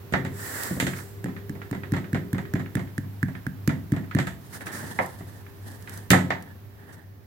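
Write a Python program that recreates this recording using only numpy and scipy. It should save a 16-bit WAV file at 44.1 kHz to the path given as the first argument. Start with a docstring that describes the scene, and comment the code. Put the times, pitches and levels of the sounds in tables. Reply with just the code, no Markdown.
"""A finger taps a crusty loaf fourteen times, close to a stereo microphone in a small kitchen.
The crust ticks and the soft inside thuds hollowly. The loaf lies on a tea towel spread on the stove:
each tap rocks it, and the sheet metal underneath knocks and rattles. The loaf scuffs over the towel;
the hand slides over the crust, snaps crumbs, tips the loaf and drops it on its side.
An appliance hums in the background."""
import sys
import numpy as np
from scipy import signal
from scipy.fft import rfft, irfft
from scipy.io import wavfile
from scipy.ndimage import uniform_filter1d

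SR = 44100
rng = np.random.default_rng(int(sys.argv[2]) if len(sys.argv) > 2 else 0)


def dump_mix(stems):
    """Bounce the given channels to the path in sys.argv[1] as a 16-bit WAV at rate SR."""
    frames = np.atleast_2d(stems).T  # one column per channel
    limited = np.clip(frames, -1, 1)  # hard clip at full scale
    pcm = np.round(limited * 32767).astype(np.int16)
    wavfile.write(sys.argv[1], SR, pcm)


N = 320166
T = np.arange(int(0.7 * SR)) / SR  # time axis of one short event, s

# finger taps and the rocking that follows; each level is relative within its own column:
# t/s, thud/dB, crust ring/dB, tick/dB, strike/dB, tap to rebound/s, rebound/dB, rattle/dB
TAPS = [(1.2422, -24, -30, -38.5, -34, 0.042, -39, -34.5),
        (1.4949, -25.5, -33.5, -41.5, -73, .058, -43, -33), (1.712, -23, -37, -40.5, -32, .036, -33.5, -31),
        (1.9204, -16.5, -32, -38, -24.5, 0.044, -27.5, -36.5),
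        (2.1302, -17.5, -26.5, -40, -24, 0.033, -37, -60), (2.33, -18, -28.5, -37, -33, .052, -28.5, -36.5),
        (2.5374, -16.5, -25.5, -37, -29, 0.058, -32, -37), (2.753, -18, -24.5, -32.5, -30, 0.04, -32, -44),
        (2.9798, -22, -24, -38, -68, 0.054, -51, -70), (3.229, -17, -16.5, -37, -66, .054, -38, -34),
        (3.466, -23, -23, -40, -73, .05, -71, -64), (3.676, -13, -25, -27.5, -24.5, 0.056, -43, -51),
        (3.9199, -14, -28.5, -39, -33.5, 0.044, -31.5, -43.5),
        (4.149, -13.5, -23.5, -35.5, -28.5, 0.038, -18.5, -28.5)]
STRIKE_AFTER_S, RATTLE_AFTER_S = 0.0155, 0.122  # the loaf rocks at its own pace, however hard the tap


def amp(db):
    """Decibels to gain."""
    return 10 ** (np.asarray(db) / 20)


def read(points, hz):
    """A table read on a log-frequency axis."""
    f, value = np.transpose(points)
    return np.interp(np.log(hz + 1), np.log(f + 1), value)


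def unit(x):
    """Scaled to an rms of 1."""
    return x / np.sqrt(np.mean(x ** 2) + 1e-20)


def unit_hit(x):
    """Scaled so that its loudest 600 samples have an rms of 1."""
    power = uniform_filter1d(np.atleast_2d(x ** 2).mean(0), 600, mode="constant")
    return x / np.sqrt(power.max() + 1e-20)


def fade(t60):
    """Exponential decay, 60 dB in t60 seconds."""
    return np.exp(-np.log(1000) * T / t60)


def band(x, lo_hz, hi_hz, order=3):
    """Causal band-pass."""
    edges = [lo_hz, min(hi_hz, SR / 2 - 100)]
    return signal.sosfilt(signal.butter(order, edges, "band", fs=SR, output="sos"), x)


def add(mix, s, sound):
    """Places a sound in the mix at s seconds."""
    part = mix[:, round(s * SR):][:, :sound.shape[-1]]
    part += sound[..., :part.shape[1]]


def noise(colour, size):
    """Noise of a colour (f/Hz, level/dB) at both microphone ports: alike in the bass, not in the treble."""
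    # likeness of the two ports: f/Hz, correlation
    likeness = [(50, 0), (150, 0.9), (350, 0.42), (700, 0.26), (1400, 0), (16000, 0)]
    hz = np.fft.rfftfreq(size, 1 / SR)
    left, unrelated = rfft(rng.standard_normal((2, size)))
    same = read(likeness, hz)
    right = same * left + np.sqrt(1 - same ** 2) * unrelated
    return unit(irfft(np.array([left, right]) * amp(read(colour, hz)), size))


def wander(hz):
    """Slow random motion up to a rate, with an rms of 1."""
    roll_off = 1 + (np.fft.rfftfreq(N, 1 / SR) / hz) ** 4
    return unit(irfft(rfft(rng.standard_normal(N)) / roll_off, N))


def room_tone():
    """A wavering appliance hum and its whirr, over the air of the kitchen, a murmur and a fine hiss."""
    # still air of the room: f/Hz, level/dB
    air_colour = [(25, -43), (45, -10), (70, -4), (100, 3), (130, -7), (260, -12), (480, -20.5),
                  (700, -21.5), (1300, -33), (1850, -25.5), (2600, -38), (5500, -38), (8500, -50.5),
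                  (16000, -32)]
    # the hum changes as the microphone moves: t/s, 100 Hz line/dB, 400 Hz line/dB
    hum_levels = [(0, -43.5, -51), (2.55, -45, -50.5), (2.999, -45, -71), (6.2, -46.5, -58),
                  (6.6, -48.5, -64), (7.26, -56, -65)]
    hiss_colour = [(1000, 7), (5000, -6.5), (9000, -12), (12500, -1.5), (16000, -2)]
    s, *columns = np.transpose(hum_levels)
    low_db, high_db = (np.interp(np.arange(N) / SR, s, column) for column in columns)
    phase = 2 * np.pi * np.cumsum(100 + 0.47 * wander(11)) / SR
    hum = amp(low_db + 3.6 * wander(4.6)) * np.sin(phase)
    hum += amp(high_db + 2.5 * wander(5)) * np.sin(4 * phase)
    whirr = amp(high_db - 3.5) * unit(band(noise(air_colour, N), 328, 546))
    air = amp(-50) * noise(air_colour, N)
    murmur = amp(low_db - 2) * unit(band(noise(air_colour, N), 56.4, 420))
    hiss = amp(low_db - 7.5) * noise(hiss_colour, N)
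    return np.sqrt(2) * hum + whirr + air + murmur + hiss


def room_tail(x, t60, bass_t60, bass_db):
    """Diffuse reverberation of the small kitchen; the bass lingers."""
    white = noise([(20, 0), (20000, 0)], len(T))
    tail = band(white, 330, 11000) * fade(t60) + amp(bass_db) * band(white, 40, 810) * fade(bass_t60)
    tail *= 1 - np.exp(-(T / 0.0014) ** 2)
    return signal.fftconvolve(x, tail / np.linalg.norm(tail[0]), axes=1)[:, :N]


def rub(strokes, colour, scuff_db, swish_db, grain_db, judder_db):
    """Countless small catches of the rough crust: a dull scuff from the loaf, a swish from the surface."""
    t = np.arange(N) / SR
    grains = noise(colour, N) * amp(grain_db * wander(400) + judder_db * wander(23))
    scuff = amp(scuff_db) * unit(band(grains, 171, 4200))
    swish = amp(swish_db) * unit(band(grains, 3640, 12140))
    out = np.zeros((2, N))
    for s, length, loaf_db, surface_db in strokes:
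        speed = np.exp(-(2 * (t - s) / length) ** 2)  # each stroke speeds up and slows down smoothly
        out += speed * (amp(loaf_db) * scuff + amp(surface_db) * swish)
    return out


def towel_slide():
    """The loaf drags evenly over the tea towel."""
    # strokes: t/s at greatest speed, length/s, relative scuff/dB, relative swish/dB
    strokes = [(0.46, 0.19, -42.5, -45), (0.635, 0.21, -38, -42), (0.9, 0.4, -55.5, -53)]
    # crust on cloth: f/Hz, level/dB
    colour = [(150, -16), (210, -1.5), (400, -6.5), (640, -8), (1250, -9), (1850, 1), (2300, -16),
              (2750, -18.5), (4500, -18), (6500, -19), (7600, -12), (8800, -17), (12000, -17), (16000, 2.5)]
    return rub(strokes, colour, scuff_db=3, swish_db=6, grain_db=0, judder_db=-0.44)


def hand_slide():
    """The crust slides through the hand with a slight judder."""
    # strokes: t/s at greatest speed, length/s, relative scuff/dB, relative swish/dB
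    strokes = [(4.54, 0.23, -66.5, -56), (4.73, 0.29, -49, -54.5), (4.99, 0.24, -50.5, -48),
               (5.27, 0.45, -62, -59.5), (5.72, 0.2, -58, -55), (5.96, 0.22, -55.5, -54.5),
               (6.44, 0.2, -57.5, -69), (6.92, 0.26, -57.5, -65)]
    # crust on skin: f/Hz, level/dB
    colour = [(150, 4.5), (260, -3), (420, -9.5), (650, -12.5), (900, -11), (1300, -21.5), (1800, -5.5),
              (2300, -34), (3000, -24.5), (6000, -31), (9000, -28.5), (16000, -25.5)]
    return rub(strokes, colour, scuff_db=9.5, swish_db=1, grain_db=1, judder_db=2.64)


def scrapes():
    """Skin catches, slips quickly over the rough crust and slows."""
    # short slips of the skin: t/s, length/s, relative level/dB
    slips = [(0.953, 0.068, -40), (4.524, 0.051, -38), (4.655, 0.034, -37), (4.714, 0.12, -36.5),
             (4.854, 0.063, -42), (5.918, 0.068, -44.5), (6.921, 0.033, -47)]
    colour = [(600, -6), (1800, 8.5), (2800, -10.5), (5000, -4.5),
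              (7500, -4), (10000, -2.5), (12000, -9), (16000, -5)]
    out = np.zeros((2, N))
    for s, length, db in slips:
        envelope = (1 - np.exp(-T / 0.0074)) * np.exp(-(T / length) ** 3)
        add(out, s, amp(db - 0.5) * noise(colour, len(T)) * envelope)
    return out * amp(0.39 * wander(500))


def tick(t60):
    """A tiny fracture in the crust, bright to the very top."""
    colour = [(500, 12), (1500, -3), (2500, -1), (5000, -3), (7300, 0), (11000, -2.5), (16000, -3)]
    return noise(colour, len(T)) * fade(t60)


def crumbs():
    """Crumbs of crust break with single bright snaps."""
    # snaps: t/s, relative level/dB
    snaps = [(0.634, -22), (5.0614, -35.5), (5.717, -41), (5.8243, -41), (5.895, -33), (5.938, -37.5),
             (5.975, -34), (6.1036, -10.5), (6.1154, -13), (6.424, -39)]
    out = np.zeros((2, N))
    for s, db in snaps:
        add(out, s, amp(db - 10.5) * unit_hit(band(tick(t60=0.02), 4300, SR / 2, order=2)))
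    return out


def stove_ring(modes_db, scatter):
    """Struck sheet metal: its clear decaying modes, and steady noise for the dense ones between."""
    # modes of the stove top: f/Hz, relative level/dB, t60/s
    modes = [(97, -7, .7), (135, -1.5, .6), (182, 3, .38), (267, -2, .38), (356, -7, .4), (386, -12, .35),
             (510, -10, .4), (668, -7, .45), (915, -9, .4), (1018, -12, .35), (1296, -10, .35),
             (1661, -7.5, .35), (1811, -7, .35), (1983, -7.5, .32), (2129, -11, .28), (2328, -14, .26),
             (3290, -24, .4), (3597, -22, .3)]
    # its dense, unresolved ringing: f/Hz, level/dB
    dense_colour = [(50, -24), (100, 3.5), (185, 6), (300, 0.5), (420, -6.5), (700, 4.5), (1200, -5),
                    (1850, 0.5), (2300, -10), (2700, -15), (3600, -15), (5400, -26.5), (7300, -17.5),
                    (10000, -27.5), (16000, -22)]
    weights = 1 + scatter * rng.standard_normal((len(modes), 2, 1))  # set by where the blow lands
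    clear = np.zeros((2, len(T)))
    for (hz, db, t60), weight in zip(modes, weights):
        # long waves ring alike wherever the blow lands and reach both ports alike
        gain = amp(db + 4.5) if hz < 450 else weight * amp(db - 4)
        clear += gain * fade(t60) * np.sin(2 * np.pi * hz * T)
    return amp(modes_db) * unit_hit(clear), noise(dense_colour, len(T))


def stove_rattles():
    """Metal barely touches metal as the loaf shifts or settles: a sharp clink, then a faint ring."""
    # the hand shifts the loaf: t/s, relative level/dB
    shifts = [(0.9336, -28.5), (0.9866, -36), (4.1117, -30), (4.5373, -46), (4.608, -33), (4.6678, -27),
              (5.465, -42), (5.8747, -32.5)]
    settling = [(s + RATTLE_AFTER_S, db) for s, *_, db in TAPS]
    out = np.zeros((2, N))
    for s, db in list(shifts) + settling:
        clink_hz = 1815 * (1 + 0.02 * rng.standard_normal())
        clear, dense = stove_ring(modes_db=-9, scatter=0.43)
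        contact = noise([(1000, 4.5), (8000, -11)], len(T))
        clink = band(contact, 0.75 * clink_hz, 1.3 * clink_hz, order=2) * fade(0.035)
        ringing = band(clear + dense * fade(0.25), 1230, 5200, order=2)
        add(out, s, amp(db - 10) * unit_hit(clink) + amp(db - 12) * unit_hit(ringing))
    return out


def rocking():
    """Each tap rocks the loaf into three blows on the stove: t/s, force/dB, bass weight/dB, sharpness/dB."""
    blows = []
    for s, *_, strike_db, delay, rebound_db, rattle_db in TAPS:
        blows.append((s + STRIKE_AFTER_S, strike_db, 4, 2.5))  # lands flat, with its whole weight
        blows.append((s + delay, rebound_db, -2.5, 4))  # rebounds on an edge of the crust
        blows.append((s + RATTLE_AFTER_S, rattle_db - 17.5, 0, 0))  # comes to rest with a soft bump
    return blows


def stove_knocks():
    """The loaf hits the stove through the towel: soft blows boom, hard ones clank and clatter."""
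    # the loaf is set down, nudged and dropped: t/s, force/dB, bass weight/dB, sharpness/dB
    handling = [(0.124, -33, 5.5, 8.5), (0.1371, -13, 3, -1.5), (0.2489, -28.5, 0, 5),
                (0.7074, -37.5, 10, -2), (0.7658, -37, 4.5, -2), (0.7998, -19, -6, 9.5),
                (0.8246, -32, 9.5, -1), (0.8672, -22.5, 0.5, 7.5), (4.2007, -30.5, -5, 8),
                (4.2694, -29.5, -7, 8), (4.9887, -13, -9.5, -8.5), (5.206, -41.5, -1, 2),
                (6.1045, -10.5, 6, 8.5), (6.1152, -20.5, 14, 8), (6.1313, -8, -5, -7),
                (6.1607, -18, -18, -3), (6.21, -34, 2, 2), (6.304, -14.5, -7, -1)]
    # the metal's clink, boom, clank, clatter and sizzle:
    # low f/Hz, high f/Hz, trim/dB, blow t60/s, tail t60/s, tail/dB
    bands = [(1302, 2164, -7.5, 0.1, 0.29, -1.5), (61.7, 444, -0.5, 0.052, 0.52, -0.5),
             (463, 1466, -2, 0.13, 0.38, -8.5), (2560, 5750, -2, 0.16, 0.38, -7.5),
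             (6740, 13300, -3.5, 0.028, 0.29, 2)]
    # strong or sharp blows grow most in the treble; for the same five bands:
    # base level/dB, dB per dB of force, dB per dB of sharpness
    blow_law = [(0.5, 1, 0), (-17.5, 0.466, 0), (-12.5, 0.72, -0.46), (-16, 1.18, 1.17), (-32, 1, 2.5)]
    base_db, growth, tilt = np.transpose(blow_law)
    crack = amp(-1.5) * fade(0.01)
    out = np.zeros((2, N))
    for s, force_db, weight_db, sharp_db in list(handling) + rocking():
        levels = base_db + growth * force_db + tilt * sharp_db
        levels[1] += weight_db  # weight feeds only the boom
        clear, dense = stove_ring(modes_db=-2, scatter=0.91)
        for db, (lo_hz, hi_hz, trim_db, blow_t60, tail_t60, tail_db) in zip(levels, bands):
            envelope = crack + fade(blow_t60) + amp(tail_db) * fade(tail_t60)
            metal = band(clear + dense * envelope, lo_hz, hi_hz)
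            add(out, s, amp(db + trim_db) * unit_hit(metal))
    return out


def loaf_ring(modes, pitch_scale, rise_s):
    """Damped modes of the loaf, set going by a soft push."""
    push = (1 - np.exp(-T / rise_s)) ** 2
    return push * sum(amp(db) * fade(t60) * np.cos(2 * np.pi * f * pitch_scale * T) for f, db, t60 in modes)


def finger_taps():
    """The fingertip ticks on the crust, the crust rings for an instant and the inside thuds."""
    # the stiff crust: multiple of the pitch of the tapped spot, level/dB, t60/s
    crust_modes = [(.84, -23, 0.021), (1, 19, 0.0091), (1.302, -3, 0.019)]
    # the soft inside: f/Hz, level/dB, t60/s
    inside_modes = [(144.3, 4, 0.036), (187.1, -19, 0.25), (272.6, -5, 0.059)]
    crust, thuds = np.zeros((2, 2, N))
    for s, thud_db, crust_db, tick_db, *_ in TAPS:
        spot_hz = 1740 * (1 + 0.025 * rng.standard_normal())  # no two taps land on quite the same spot
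        thud_detune = 1 + 0.033 * rng.standard_normal()
        inside = loaf_ring(inside_modes, thud_detune, rise_s=0.003)
        spot = loaf_ring(crust_modes, spot_hz, rise_s=0.00065)
        add(thuds, s, amp(thud_db - 2.5) * unit_hit(band(inside, 64, 2400, order=2)))
        add(crust, s, amp(crust_db - 10.5) * unit_hit(spot))
        add(crust, s, amp(tick_db - 1.95) * unit_hit(tick(t60=0.015)))
    return crust * amp([[-3.5], [1]]), thuds  # the tapped spot lies toward the right port


def scene():
    """Loaf, hand and stove close up, the kitchen behind; only crackle and thuds feed the room's tail."""
    crust, thuds = finger_taps()
    crackle = crust + crumbs()
    sliding = towel_slide() + hand_slide()
    spill = amp(-15) * crackle + amp(-7.5) * thuds
    tail = room_tail(spill, t60=0.32, bass_t60=0.51, bass_db=-1.5)
    return crackle + thuds + tail + stove_knocks() + stove_rattles() + sliding + scrapes() + room_tone()


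def record(dry):
    """Two-port microphone, the left early and shaded in the upper middle; bass cut, clipping, top cut."""
    # balance of the ports: f/Hz, left minus right/dB
    balance = [(100, -0.5), (500, 0.5), (850, 0.5), (1300, -9.5), (2200, -5.5), (3300, 1.5), (5000, -2.5),
               (8000, -3), (13000, -2.5)]
    right_lag_s, top_hz = 0.00014, 16200
    hz = np.fft.rfftfreq(N, 1 / SR)
    ratio = amp(read(balance, hz))
    response = np.array([ratio, np.exp(-2j * np.pi * hz * right_lag_s)]) * 2 / (1 + ratio)
    ports = band(irfft(rfft(dry) * response, N), 50, 18000, order=2)
    low_pass = signal.firwin(255, top_hz, window=("kaiser", 9), fs=SR)
    return signal.oaconvolve(np.clip(ports, -1, 1), low_pass[None], "same")


dry = scene()
out = record(dry)
dump_mix(out)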